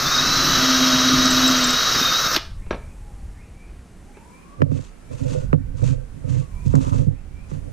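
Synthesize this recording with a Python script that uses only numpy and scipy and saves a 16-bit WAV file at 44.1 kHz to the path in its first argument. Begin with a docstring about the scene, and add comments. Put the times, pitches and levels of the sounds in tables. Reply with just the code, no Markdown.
"""A cordless drill bores into a wooden block on a workshop bench close to two microphones: motor-locked tones
over shaped noise, with chirped squeaks. It brakes in bursts of noise and is set down, its modes struck ringing.
The block is then knocked and slid: blows and stick-slip grains ring the bench, over filtered scuffing noise.
Outdoors a far siren wails throughout, a gliding tone; later a bird repeats a two-note call; shop air is noise.
The camera's pair is mono below the top treble at first, then spreads to stereo; loud sound is ducked."""
import sys
import numpy as np
from scipy import signal
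from scipy.fft import rfft, irfft, next_fast_len
from scipy.io import wavfile
from scipy.ndimage import uniform_filter1d

SR = 44100
rng = np.random.default_rng(int(sys.argv[2]) if len(sys.argv) > 2 else 0)


def bounce(signal):
    """Save signal as a 16-bit WAV file at the path given by the first command-line argument."""
    frames = np.transpose(np.atleast_2d(signal))
    limited = np.clip(frames, -1, 1)
    pcm = np.round(limited * 32767).astype(np.int16)
    wavfile.write(sys.argv[1], SR, pcm)


N = 340452   # samples

# All spectra give relative density; noise is scaled to rms 1 after shaping.
# Drill, close by. Motor speed, overshooting, sagging under load, dropping on release: time_s, turns_per_s
MOTOR_SPEED = [(0, 236), (.105, 238), (.125, 251), (.19, 254), (.26, 263), (.4, 268), (.47, 263),
               (.6, 260.5), (.92, 256), (1.1, 257.4), (1.35, 256.5), (1.5, 258), (1.6, 254), (1.67, 247),
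               (1.78, 256), (1.9, 258), (2.02, 250), (2.12, 248), (2.21, 262), (2.24, 257), (2.27, 248),
               (2.33, 230), (2.36, 222)]
# How hard the drill works: time_s, whirr_db, bench_shudder_db, gear_whine_db
EFFORT = [(0, -20.5, -34.5, -52), (.04, -22.5, -30, -46.5), (.065, -19.5, -25, -27.5),
          (.1, -20.5, -31, -33), (.13, -18.5, -31, -22.5), (.24, -18.5, -32.5, -25.5),
          (.5, -17.5, -23.5, -25.5), (.72, -16.5, -33, -28), (.95, -17, -25, -26), (1.5, -17, -27.5, -24.5),
          (1.68, -18.5, -30, -30.5), (1.8, -19.5, -38.5, -25.5), (1.99, -18, -33.5, -29),
          (2.03, -19.5, -35, -24), (2.23, -19.5, -39.5, -25.5), (2.265, -19.5, -32, -32),
          (2.29, -22.5, -45, -40), (2.36, -20.5, -38, -67)]
# Brushes, gears and cutting: pitch_hz, density_db
WHIRR_SPECTRUM = [(180, -31.5), (300, -26), (445, -8.5), (641, -8), (830, -13), (1330, 1), (2480, -13.5),
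                  (3200, -15), (3550, -12), (3850, -4), (4760, -6.5), (5880, -4), (8210, -30),
                  (11300, -34.5), (14700, -79), (22000, -120)]
# Resonances of the housing: pitch_hz, width_hz, lift_db
HOUSING = [(1228, 130, 4.5), (3770, 120, 4), (4420, 270, 1.5), (2642, 40, 5), (3180, 45, 6.5),
           (5305, 65, 6), (5860, 240, 1), (6460, 300, 5), (7470, 170, -2), (8800, 300, 4.5)]
# Cooling air: pitch_hz, density_db
FAN_SPECTRUM = [(11000, -30), (12000, -6), (12800, 0), (14000, -2), (15250, -4), (15450, -40)]
# Bench under load: pitch_hz, density_db
SHUDDER_SPECTRUM = [(20, 0.5), (35, 4), (70, -4.5), (110, -1.5), (142, 7), (185, -1.5), (350, 0.5),
                    (600, -33.5)]
# Hiss of the bit cutting fibres: time_s, level_db
CUTTING_LEVEL = [(0, -51), (.3, -35.5), (.55, -29.5), (1.5, -30), (2.2, -36.5), (2.26, -69)]
# Colour of that hiss: pitch_hz, density_db
CUTTING_SPECTRUM = [(2200, -20.5), (2800, -0.5), (3200, 0.5), (3600, -3.5), (4200, -40)]
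# Bench humming with the motor while the bit is deep: time_s, level_db
HUM_LEVEL = [(0, -44), (.22, -28), (.5, -29), (.6, -20), (.82, -14), (1.0, -17.5), (1.15, -15),
             (1.3, -16.5), (1.47, -14), (1.58, -20), (1.7, -21), (1.8, -44), (2.12, -36), (2.3, -48)]
# High whine at 50 times the motor turns: time_s, level_db
TOP_WHINE_LEVEL = [(0, -68), (.3, -41.5), (.6, -40), (1.4, -41), (1.6, -50), (1.9, -45), (2.3, -56)]
# Gear tones beside the whine: multiple of motor turns, level_db (against the whine curve)
GEAR_ORDERS = [(10, -14), (20, -10)]
# Tones under load: multiple of motor turns, level_db (against the cutting hiss)
LOAD_ORDERS = [(7.5, -12), (11.4, -10), (12.5, -6), (17, -5), (22.6, -3)]
GEAR_RATIO = 16   # motor turns for one turn of the bit
PARTNER_MULTIPLE, PARTNER_DB = 2.46, -16   # weak tone with the hum: times motor turns, against the hum
# The bit catches on its way out: start_s, level_db
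BUMPS = [(1.962, -20), (2.014, -18.5)]
# Modes those catches ring: pitch_hz, level_db, t60_s
BUMP_MODES = [(254, 3.5, 0.068), (335, -10, .05), (415, -13, 0.073)]
# The bit squeaks in the hole: start_s, peak_db, pitch_hz (at mid squeak)
SQUEAKS = [(1.2531, -24.5, 7800), (1.309, -16.5, 7640), (1.4197, -46, 7740), (1.478, -14.5, 7540),
           (1.5883, -27, 7550), (1.6117, -33.5, 8840), (1.6433, -14, 7450), (1.6696, -26, 8860),
           (1.7055, -20, 7660), (1.729, -32.5, 8640)]

# The spindle locks: start_s, level_db
BRAKE_SNAPS = [(2.3444, -11), (2.362, -2), (2.375, -17)]
# The case jolts as the spindle stops, one row: start_s, level_db, pitch_hz, t60_s
BRAKE_THUD = (2.368, -13, 330, 0.045)
# The snap's colour: pitch_hz, density_db
SNAP_SPECTRUM = [(200, -34), (500, 1.5), (1300, 6.0), (5500, 6.5), (8000, -16.0), (11000, -18.0),
                 (14000, -4.0), (15800, -26.5)]
# The tool lands and settles on the bench: start_s, level_db
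TOUCHES = [(2.665, -45), (2.7083, -17.5), (2.7284, -27), (2.744, -30), (2.767, -54), (3.879, -60),
           (4.17, -45)]
# Modes of the tool: pitch_hz, level_db, t60_s
TOOL_MODES = [(210, 10.5, 0.029), (412, 7, 0.037), (615, -4, 0.082), (910, -6.5, 0.062), (1310, 1, 0.027),
              (1634, -5, 0.092), (2280, 3.5, 0.009), (3980, -10, .03), (5800, -18, 0.13)]
# Grit of each touch: pitch_hz, density_db
TOUCH_SPECTRUM = [(100, -6), (300, 4.5), (1500, -11.0), (4500, -22.0), (7000, -36)]

# The block strikes the bench: start_s, blow_db, hardness_db_per_octave
KNOCKS = [(4.605, -14, -3), (4.618, -3.5, 2.5), (4.716, -9, -3), (4.789, -23, -0.5), (5.113, -26, -3),
          (5.225, -30, -3), (5.458, -28, -13), (5.529, 0, 0), (5.5416, -6, -2.5), (5.738, -20, -12),
          (5.817, -18, -2), (6.24, -26, -3), (6.303, -12, -13), (6.657, -8, -13), (6.737, 1.5, -4.5),
          (6.752, -24.5, 6), (6.868, -13, -5), (6.941, -12.5, -2.5), (7.01, -23, -10), (7.067, -4.5, -12.5),
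          (7.515, -23, -0.5)]
# Airborne tick of a knock: pitch_hz, density_db
KNOCK_SPECTRUM = [(1000, 9.0), (2000, 6.0), (4000, -10.5), (8000, -20.0), (12000, -40)]
# Chips snap under the block: start_s, level_db
CHIP_SNAPS = [(5.19, -50), (6.302, -43), (6.604, -52), (6.68, -37), (6.754, -23), (6.826, -42),
              (6.943, -40), (7.018, -41)]
# Colour of a chip's snap: pitch_hz, density_db
CHIP_SPECTRUM = [(1500, -15), (3000, -10.0), (7000, 4), (10000, -7), (14000, -40)]
# Bench as each microphone feels it: pitch_hz, t60_s (base, scaled for blows and rubs), struck_db,
# rubbed_db, left_share (signed, right microphone = 1)
BENCH_MODES = [(97, 0.23, -3, -0.5, -0.16), (127.3, 0.49, -14, 1.5, -0.16),
               (147.5, 0.21, 2.5, -2.5, -0.058), (182, 0.035, -24, -16.5, -0.36), (265, 0.16, 0, -7, -0.2),
               (375, 0.04, -5.5, -14, -0.43), (507, 0.064, -2, 3, -0.39), (588, 0.1, -13.5, -10.5, -1.51),
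               (990, 0.0077, -23, 11, -0.92), (1210, 0.011, -1, 8, -0.58), (1840, 0.0072, -17, -18, -0.41),
               (2300, 0.012, -29, -19, -1.08)]
# The block pushes and rocks the bench: start_s, length_s, rumble_db, grind_db
ROCKS = [(4.61, 0.056, -17, -28), (4.66, 0.11, -19, -30), (5.11, 0.053, -27.5, -36.5),
         (5.22, 0.17, -16.5, -25), (5.43, 0.013, -18.5, -31), (5.548, 0.007, -15, -26),
         (5.58, 0.042, -18, -49), (5.66, 0.31, -31, -45.5), (5.83, 0.11, -12.5, -27),
         (5.98, 0.015, -23.5, -31), (6.13, 0.11, -36, -58.5), (6.25, 0.032, -23.5, -34.5),
         (6.31, 0.091, -17, -32.5), (6.67, 0.036, -14, -35), (6.74, 0.047, -5, -36),
         (6.82, 0.022, -30, -26.5), (6.87, 0.021, -15.5, -28), (6.92, 0.096, -10, -27.5),
         (7.07, 0.052, -35, -35), (7.11, 0.027, -23, -38.5), (7.31, 0.2, -41.5, -62),
         (7.53, 0.047, -24, -37), (7.63, 0.051, -28, -41)]
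# Its face rubs along the top: start_s, length_s, rasp_db, scuff_db
RUBS = [(4.72, 0.15, -70, -51.5), (5.12, 0.023, -62, -53.5), (5.185, 0.057, -65, -49.5),
        (5.26, 0.16, -58, -48), (5.3, 0.045, -66, -44.5), (5.78, 0.061, -61, -49.5),
        (5.85, 0.05, -50.5, -40), (6.3, 0.11, -57, -48), (6.665, 0.0074, -52, -48), (6.745, 0.01, -33, -48),
        (6.76, 0.017, -45, -43.5), (6.81, 0.04, -55, -42.5), (6.865, 0.027, -38, -44),
        (6.925, 0.019, -37, -52), (6.94, 0.068, -52, -45.5), (6.68, 0.3, -62, -50), (7.5, 0.05, -57, -53.5)]
ROCK_RISE_DB_S, ROCK_FALL_DB_S = 900, 340
RUB_RISE_DB_S, RUB_FALL_DB_S = 600, 290
# Surface scuffing: pitch_hz, density_db
SCUFF_SPECTRUM = [(530, -57), (900, -0.5), (1480, -5.5), (1890, -6), (2540, -8.5), (2890, -7), (5390, -7.5),
                  (6580, 1), (12700, -32), (14000, -38), (15000, -57)]
# Broad lifts of the scuff: pitch_hz, width_hz, lift_db
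SCUFF_GRAIN = [(2630, 250, 7), (5500, 1000, -2), (6700, 1100, -5.5)]
GRIT_PER_S, GRIT_SHARE = 1500, 0.31   # chips crushed under the block (rate before clumping), share in the scuff

# Siren, far off outdoors: time_s, level_db
SIREN_LEVEL = [(2.4, -67), (2.85, -71), (3.1, -63), (3.35, -78), (3.95, -78), (4.12, -62), (4.55, -61),
               (4.75, -71), (5.3, -69), (5.42, -63), (5.7, -68), (6.25, -73), (6.45, -65), (6.75, -62),
               (7.0, -78)]
# It climbs towards one pitch, then sinks towards another, over and over
WAIL_START_S, WAIL_RISE_S, WAIL_PERIOD_S = 3.95, 2.1, 3.9
WAIL_LOW_HZ, WAIL_AIM_HZ, WAIL_REST_HZ, WAIL_CLIMB_S = 685, 1680, 650, .95
# Bird outdoors: start_s, level_db
BIRD_CALLS = [(2.545, -62), (3.32, -61), (4.06, -63), (4.81, -72), (5.54, -64), (6.28, -64), (7.07, -63)]
# One call of two notes: time_s (from its start), pitch_hz, level_db (against the call)
BIRD_NOTES = [(0, 1735, -30), (.01, 1745, -4), (.05, 1800, 1), (0.081, 2250, 2), (0.122, 2750, 1),
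              (.15, 2800, -38), (.21, 2260, -38), (.23, 2270, 0), (.3, 2356, 4.5), (.37, 2520, 0),
              (.39, 2600, -40)]

# Steady ambience of the shop: pitch_hz, density_db
AMBIENCE_SPECTRUM = [(35, -32.5), (60, -1), (98, -15), (171, -3.5), (626, -18.5), (907, -21.5),
                     (2190, -26.5), (2350, -27.5), (3490, -34), (8040, -39), (10400, -40.5), (15400, -70.5)]
AMBIENCE_DB = -47.5
# Moving air of the shop: time_s, low_rumble_db, bright_rustle_db
AIR_LEVELS = [(2.3, -43, -50), (2.5, -33, -60), (3.0, -35, -60.5), (3.7, -39, -64.5), (4.35, -50.5, -60.5),
              (4.6, -52, -68), (5.3, -36, -60), (5.5, -27, -68), (5.8, -29, -66), (6.0, -38, -65),
              (6.4, -38, -62.5), (6.9, -25.5, -56.5), (7.12, -33, -67), (7.35, -35, -66), (7.72, -34, -63)]
# Low rumble: pitch_hz, density_db
RUMBLE_SPECTRUM = [(15, 9.5), (40, 16), (90, 8), (200, -6), (500, -53.5)]
RUMBLE_LEAN_DB = 6   # cut on the left; half as much lift on the right
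# Bright rustle: pitch_hz, density_db
RUSTLE_SPECTRUM = [(3000, -17.5), (6000, -3.5), (8500, -1), (11000, -6.0), (15000, -24.5)]

# Spread of the microphone pair: time_s, stereo_share (0-1)
WIDTH = [(0, 0), (3.65, 0), (3.85, 0.2), (4.1, 0.46), (4.5, 0.99), (7.72, 1.0)]
SHOP_T60_S, STREET_T60_S = 0.33, 0.39
LIMIT_RATIO, GAIN_RATIO = 0.14, .22   # dB of ducking per dB over the threshold: limiter, slower control
CUTOFF_HZ = 15600


def drill():
    """Gear noise throbs with motor and bit, under tones locked to the motor speed."""
    whirr_db, shudder_db, whine_db = curves(EFFORT)
    (speed,), (top_db,), (cut_db,) = curves(MOTOR_SPEED), curves(TOP_WHINE_LEVEL), curves(CUTTING_LEVEL)
    hum = amp(curves(HUM_LEVEL)[0])
    turn = 2 * np.pi * np.cumsum(speed) / SR   # motor angle, radians
    bit_turn = turn / GEAR_RATIO
    throb_db = 0.5 * np.sin(bit_turn) + 0.46 * np.sin(turn) + 0.51 * drift(40)

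    whirr = colour(rng.standard_normal(N), WHIRR_SPECTRUM, HOUSING) * amp(whirr_db + throb_db)
    cutting = colour(rng.standard_normal(N), CUTTING_SPECTRUM) * amp(cut_db + throb_db)
    lean_db = np.array([[2.5], [-2.5]])   # fan towards the left
    fan_noise = rng.standard_normal(N) + 2.5 * rng.standard_normal((2, N))
    fan = colour(fan_noise, FAN_SPECTRUM) * amp(-36.5 + drift(3.9) + throb_db + lean_db)
    shudder = colour(rng.standard_normal(N), SHUDDER_SPECTRUM) * amp(shudder_db + 2 * drift(4.7))

    hum_throb = amp(1.2 * drift(4)) * (1 + 0.25 * np.sin(bit_turn))
    tones = hum * hum_throb * wavering(turn, 12.0, rough=0.11)
    tones += hum * amp(PARTNER_DB) * wavering(PARTNER_MULTIPLE * turn, 10, rough=.3)
    tones += amp(top_db) * wavering(50 * turn, 18, rough=0.26)
    tones += amp(whine_db) * 1.2 * wavering(15 * turn, 60, rough=.85)
    for multiple, db in GEAR_ORDERS:
        tones += amp(whine_db + db) * wavering(multiple * turn, 25, rough=.6)
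    for multiple, db in LOAD_ORDERS:
        tones += amp(cut_db + db) * wavering(multiple * turn, 30, rough=.7)
    bump_db = np.array(BUMPS)[:, 1]
    for hz, db, t60 in BUMP_MODES:
        tones += ring(clicks(BUMPS, bump_db + db), hz, t60)
    # all fades out over 13 ms, up to the last snap of the brake
    running = np.clip((BRAKE_SNAPS[-1][0] - np.arange(N) / SR) / 0.013, 0, 1)
    return (whirr + cutting + fan + shudder + tones) * running


def squeaks():
    """The bit whistles in the hole: short bell-shaped sines that fall in pitch."""
    out, t = np.zeros(N), np.arange(-300, 300) / SR
    for s, db, hz in SQUEAKS:
        middle = round((s + 0.0025) * SR)
        swell = np.exp(-(t / 0.0039) ** 2)
        whistle = np.sin(2 * np.pi * (hz * t - 35000 * t ** 2))   # falls 70 Hz each ms
        out[middle - 300:middle + 300] += amp(db) * swell * whistle
    return out


def brake():
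    """Locking metal snaps in bright noise that dies in tens of milliseconds; the case rings a short thud."""
    snaps = burst(clicks(BRAKE_SNAPS, np.array(BRAKE_SNAPS)[:, 1] - 6), SNAP_SPECTRUM, 0.033)
    s, db, hz, t60 = BRAKE_THUD
    thud = ring(clicks([[s]], db), hz, t60)
    return snaps + signal.sosfilt(signal.butter(2, 500, fs=SR, output="sos"), thud)


def set_down():
    """Each touch is a gritty burst and strikes the tool's modes with new strengths."""
    luck_db = rng.normal(0, 0.67, (len(TOUCHES), len(TOOL_MODES)))
    level_db = np.array(TOUCHES)[:, 1]
    out = burst(clicks(TOUCHES, level_db - 1.0), TOUCH_SPECTRUM, 0.059)
    for k, (hz, db, t60) in enumerate(TOOL_MODES):
        strikes = clicks(TOUCHES, level_db + db - 4.5 + luck_db[:, k])
        out += (-1) ** k * ring(strikes, hz, t60)
    return signal.sosfilt(signal.butter(4, 6000, fs=SR, output="sos"), out)


def block():
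    """Knocks and stick-slip grains ring the bench; the surface scuffs in the air."""
    rumble, grind = gestures(ROCKS, ROCK_RISE_DB_S, ROCK_FALL_DB_S)
    rasp, scuffing = gestures(RUBS, RUB_RISE_DB_S, RUB_FALL_DB_S)
    _, blow_db, hard_db = np.transpose(KNOCKS)

    # heard through the air, alike at both microphones
    ticks = burst(clicks(KNOCKS, blow_db + 3.43 * hard_db - 24), KNOCK_SPECTRUM, 0.021)
    ticks += burst(clicks(CHIP_SNAPS, np.array(CHIP_SNAPS)[:, 1]), CHIP_SPECTRUM, 0.012)
    out = ticks * np.ones((2, 1))

    # the whole bench rocks on after each push
    sway = signal.lfilter([.0002], [1, -.9998], rumble)
    out += unit(ring(rng.standard_normal(N), 37.7, 0.16)) * sway * amp([[-24], [-12]])

    slips = rng.random((2, N)) < 300 * amp(6.0 * drift(18)) / SR   # slips come in clumps
    grains = slips * rng.laplace(size=(2, N)) + 0.074 * rng.standard_normal((2, N))
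    luck_db = rng.normal(0, 1.6, (len(KNOCKS), len(BENCH_MODES)))
    for k, (hz, t60, struck_db, rubbed_db, left) in enumerate(BENCH_MODES):
        # wood contact is soft
        soft = signal.butter(2, [.6 * hz, 1.5 * hz], "band", fs=SR, output="sos")
        # bending waves in a plank: low pitches arrive last
        late = int(0.015 / np.sqrt(hz) * SR)
        strike_db = blow_db + struck_db + hard_db * np.log2(hz / 150) + luck_db[:, k]
        blows = np.roll(clicks(KNOCKS, strike_db), late)
        struck = signal.sosfilt(soft, ring(blows, hz, 0.56 * t60))
        level = rumble if hz < 300 else grind if hz < 800 else rasp
        rubbing = signal.sosfilt(soft, ring(grains[int(hz > 300)], hz, 1.37 * t60))
        rubbed = unit(rubbing) * level * amp(rubbed_db - 4.0)
        out += (-1) ** k * (struck + rubbed) * np.array([[left], [1]])

    crushed = rng.random(N) < GRIT_PER_S * amp(4.0 * drift(25)) / SR   # in clumps
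    grit = GRIT_SHARE * unit(crushed * rng.laplace(size=N))
    scuff_noise = grit + rng.standard_normal(N) + rng.standard_normal((2, N))
    scuff = colour(scuff_noise, SCUFF_SPECTRUM, SCUFF_GRAIN)
    return out + scuff * scuffing * amp(2.0 * drift(97) + 1.7 * drift(9.2))


def siren():
    """A far tone follows the wail, its strength and phase wandering."""
    return amp(curves(SIREN_LEVEL)[0]) * wavering(2 * np.pi * np.cumsum(wail()) / SR, 35, rough=.9)


def wail():
    """Siren pitch: an easing climb, then an easing fall that ends where the climb began."""
    u = (np.arange(N) / SR - WAIL_START_S) % WAIL_PERIOD_S
    climb_left = np.exp(-np.minimum(u, WAIL_RISE_S) / WAIL_CLIMB_S)
    climb = WAIL_AIM_HZ + (WAIL_LOW_HZ - WAIL_AIM_HZ) * climb_left
    end_ratio = (WAIL_LOW_HZ - WAIL_REST_HZ) / (climb.max() - WAIL_REST_HZ)
    fall = np.maximum(u - WAIL_RISE_S, 0) / (WAIL_PERIOD_S - WAIL_RISE_S)   # 0-1
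    return WAIL_REST_HZ + (climb - WAIL_REST_HZ) * end_ratio ** fall


def bird():
    """A gliding sine sings each two-note call, roughened by a husky flutter in level."""
    t, out = np.arange(N) / SR, np.zeros(N)
    husk = 1 + 0.6 * drift(120)
    for s, call_db in BIRD_CALLS:
        hz, db = curves(BIRD_NOTES, t - s)
        singing = (t > s) * (t < s + BIRD_NOTES[-1][0])
        out += amp(db + call_db) * husk * np.sin(2 * np.pi * np.cumsum(hz) / SR) * singing
    return out


def outdoors():
    """Siren and bird arrive mostly as echoes."""
    far = siren() + bird()
    return 0.72 * far + amp(-0.5) * room(far, STREET_T60_S, 4000)


def air():
    """Steady ambience and a lumpy low rumble, partly shared by the pair; bright rustle, separate on each side."""
    rumble_db, rustle_db = curves(AIR_LEVELS)
    steady_noise = rng.standard_normal(N) + 1.68 * rng.standard_normal((2, N))
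    steady = colour(steady_noise, AMBIENCE_SPECTRUM) * amp(AMBIENCE_DB)
    rumble_noise = rng.standard_normal(N) + 0.3 * rng.standard_normal((2, N))
    rumble = colour(rumble_noise, RUMBLE_SPECTRUM) * amp(rumble_db + 2 * drift(5.5))
    lean = amp([[-RUMBLE_LEAN_DB], [RUMBLE_LEAN_DB / 2]])
    rustle = colour(rng.standard_normal((2, N)), RUSTLE_SPECTRUM) * amp(rustle_db)
    return steady + rumble * lean + rustle


def room(x, t60, dull_hz):
    """A diffuse tail for each side: dying, dulled noise as the echo pattern."""
    t = np.arange(SR) / SR
    tail = rng.standard_normal((2, SR)) * amp(-60 * t / t60) * (t > .004)
    tail = signal.sosfilt(signal.butter(1, dull_hz, fs=SR, output="sos"), tail)
    return signal.fftconvolve(x[None], unit(tail) / np.sqrt(SR), axes=1)[:, :N]


def amp(db):
    """Gain of a level in dB."""
    return np.exp(np.asarray(db) * (np.log(10) / 20))


def unit(x):
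    """Scaled to rms 1."""
    return x / np.sqrt(np.mean(x ** 2) + 1e-20)


def curves(rows, t=None):
    """Each column after the first, interpolated over time."""
    s, *columns = np.transpose(rows)
    t = np.arange(N) / SR if t is None else t
    return [np.interp(t, s, c) for c in columns]


def colour(x, spectrum, peaks=()):
    """Shapes noise by a spectrum and lifts it at resonances; rms 1."""
    size = next_fast_len(N)
    hz = np.arange(size // 2 + 1) * SR / size + 1
    db = np.interp(np.log(hz), np.log([p[0] for p in spectrum]), [p[1] for p in spectrum])
    db = db + sum(lift_db / (1 + (2 * (hz - f) / w) ** 2) for f, w, lift_db in peaks)
    return unit(irfft(rfft(x, size) * amp(db), size)[..., :N])


def drift(rate):
    """Slow chance of spread 1, drawn at every eighth sample and smoothed to about rate Hz."""
    r = np.exp(-16 * np.pi * rate / SR)
    draws = rng.standard_normal(N // 8 + 1200)
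    slow = signal.lfilter([1], [1, -2 * r, r * r], draws)[1198:]   # settled part
    return np.interp(np.arange(N) / 8, np.arange(len(slow)), unit(slow))


def wavering(phase, rate, rough=0.53):
    """A tone whose strength and phase wander: a narrow band of noise riding on it."""
    return (1 + rough * drift(rate)) * np.sin(phase) + rough * drift(rate) * np.cos(phase)


def ring(x, hz, t60):
    """A unit click sets a sine ringing, of height 1 before it decays."""
    r, w = amp(-60 / (t60 * SR)), 2 * np.pi * hz / SR
    return signal.lfilter([0, np.sin(w)], [1, -2 * r * np.cos(w), r * r], x + 1e-18)


def clicks(rows, db):
    """One impulse for each row."""
    out = np.zeros(N)
    out[[round(r[0] * SR) for r in rows]] = amp(db)
    return out


def burst(impulses, spectrum, t60):
    """Noise that swells within milliseconds of each impulse and dies away."""
    shape = signal.lfilter([1], [1, -amp(-60 / (t60 * SR))], impulses)
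    return signal.lfilter([.03], [1, -.97], shape) * colour(rng.standard_normal(N), spectrum)


def gestures(rows, rise_db_s, fall_db_s):
    """Gain over time for each level column: every row rises to its level, holds for its length and falls."""
    t = np.arange(0, N / SR, .001)
    levels = []
    for s, length, *level_db in rows:
        slope_db = rise_db_s * np.maximum(s - t, 0) + fall_db_s * np.maximum(t - s - length, 0)
        levels.append(np.array(level_db)[:, None] - slope_db)
    loudest_db = np.max(levels, axis=0)
    return curves(np.column_stack([t, *amp(loudest_db)]))


def held(db, fall_db):
    """A level that jumps up at once and sinks by fall_db a second."""
    ramp = fall_db * np.arange(N) / SR
    return np.maximum.accumulate(db + ramp) - ramp


def scene():
    """The drill gets the shop's echo, but its bass travels through the bench and stays dry; all else is added."""
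    tool = drill() + squeaks() + brake() + set_down()
    airborne = signal.sosfilt(signal.butter(4, 420, "high", fs=SR, output="sos"), tool.mean(axis=0))
    echo = amp(-11.0) * room(airborne, SHOP_T60_S, 5000)
    return tool + echo + block() + outdoors() + air()


def record(dry):
    """A limiter and a slower gain control duck loud sound; all but the top treble starts mono; the top is cut."""
    peak_db = 20 * np.log10(np.abs(dry).max(axis=0) + 1e-9)
    limit_db = LIMIT_RATIO * held(np.maximum(peak_db - 0.5, 0), 70.0)
    slow_db = GAIN_RATIO * held(np.maximum(peak_db + 14.0, 0), 34.0)
    duck_db = uniform_filter1d(np.roll(limit_db + slow_db, -64), size=128)   # eases in just ahead of a peak
    x = dry * amp(0.5 - duck_db)
    x = 0.92 * np.tanh(x / 0.92)   # the last peaks are rounded
    mid, side = (x[0] + x[1]) / 2, (x[0] - x[1]) / 2
    top = signal.sosfiltfilt(signal.butter(8, 11500, "high", fs=SR, output="sos"), side)
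    width = np.clip(curves(WIDTH)[0], 0, 1)
    side = width * side + (1 - width) * top
    steep = signal.ellip(10, .5, 70, CUTOFF_HZ, fs=SR, output="sos")
    return signal.sosfilt(steep, np.array([mid + side, mid - side]))


dry = scene()
out = record(dry)
bounce(out)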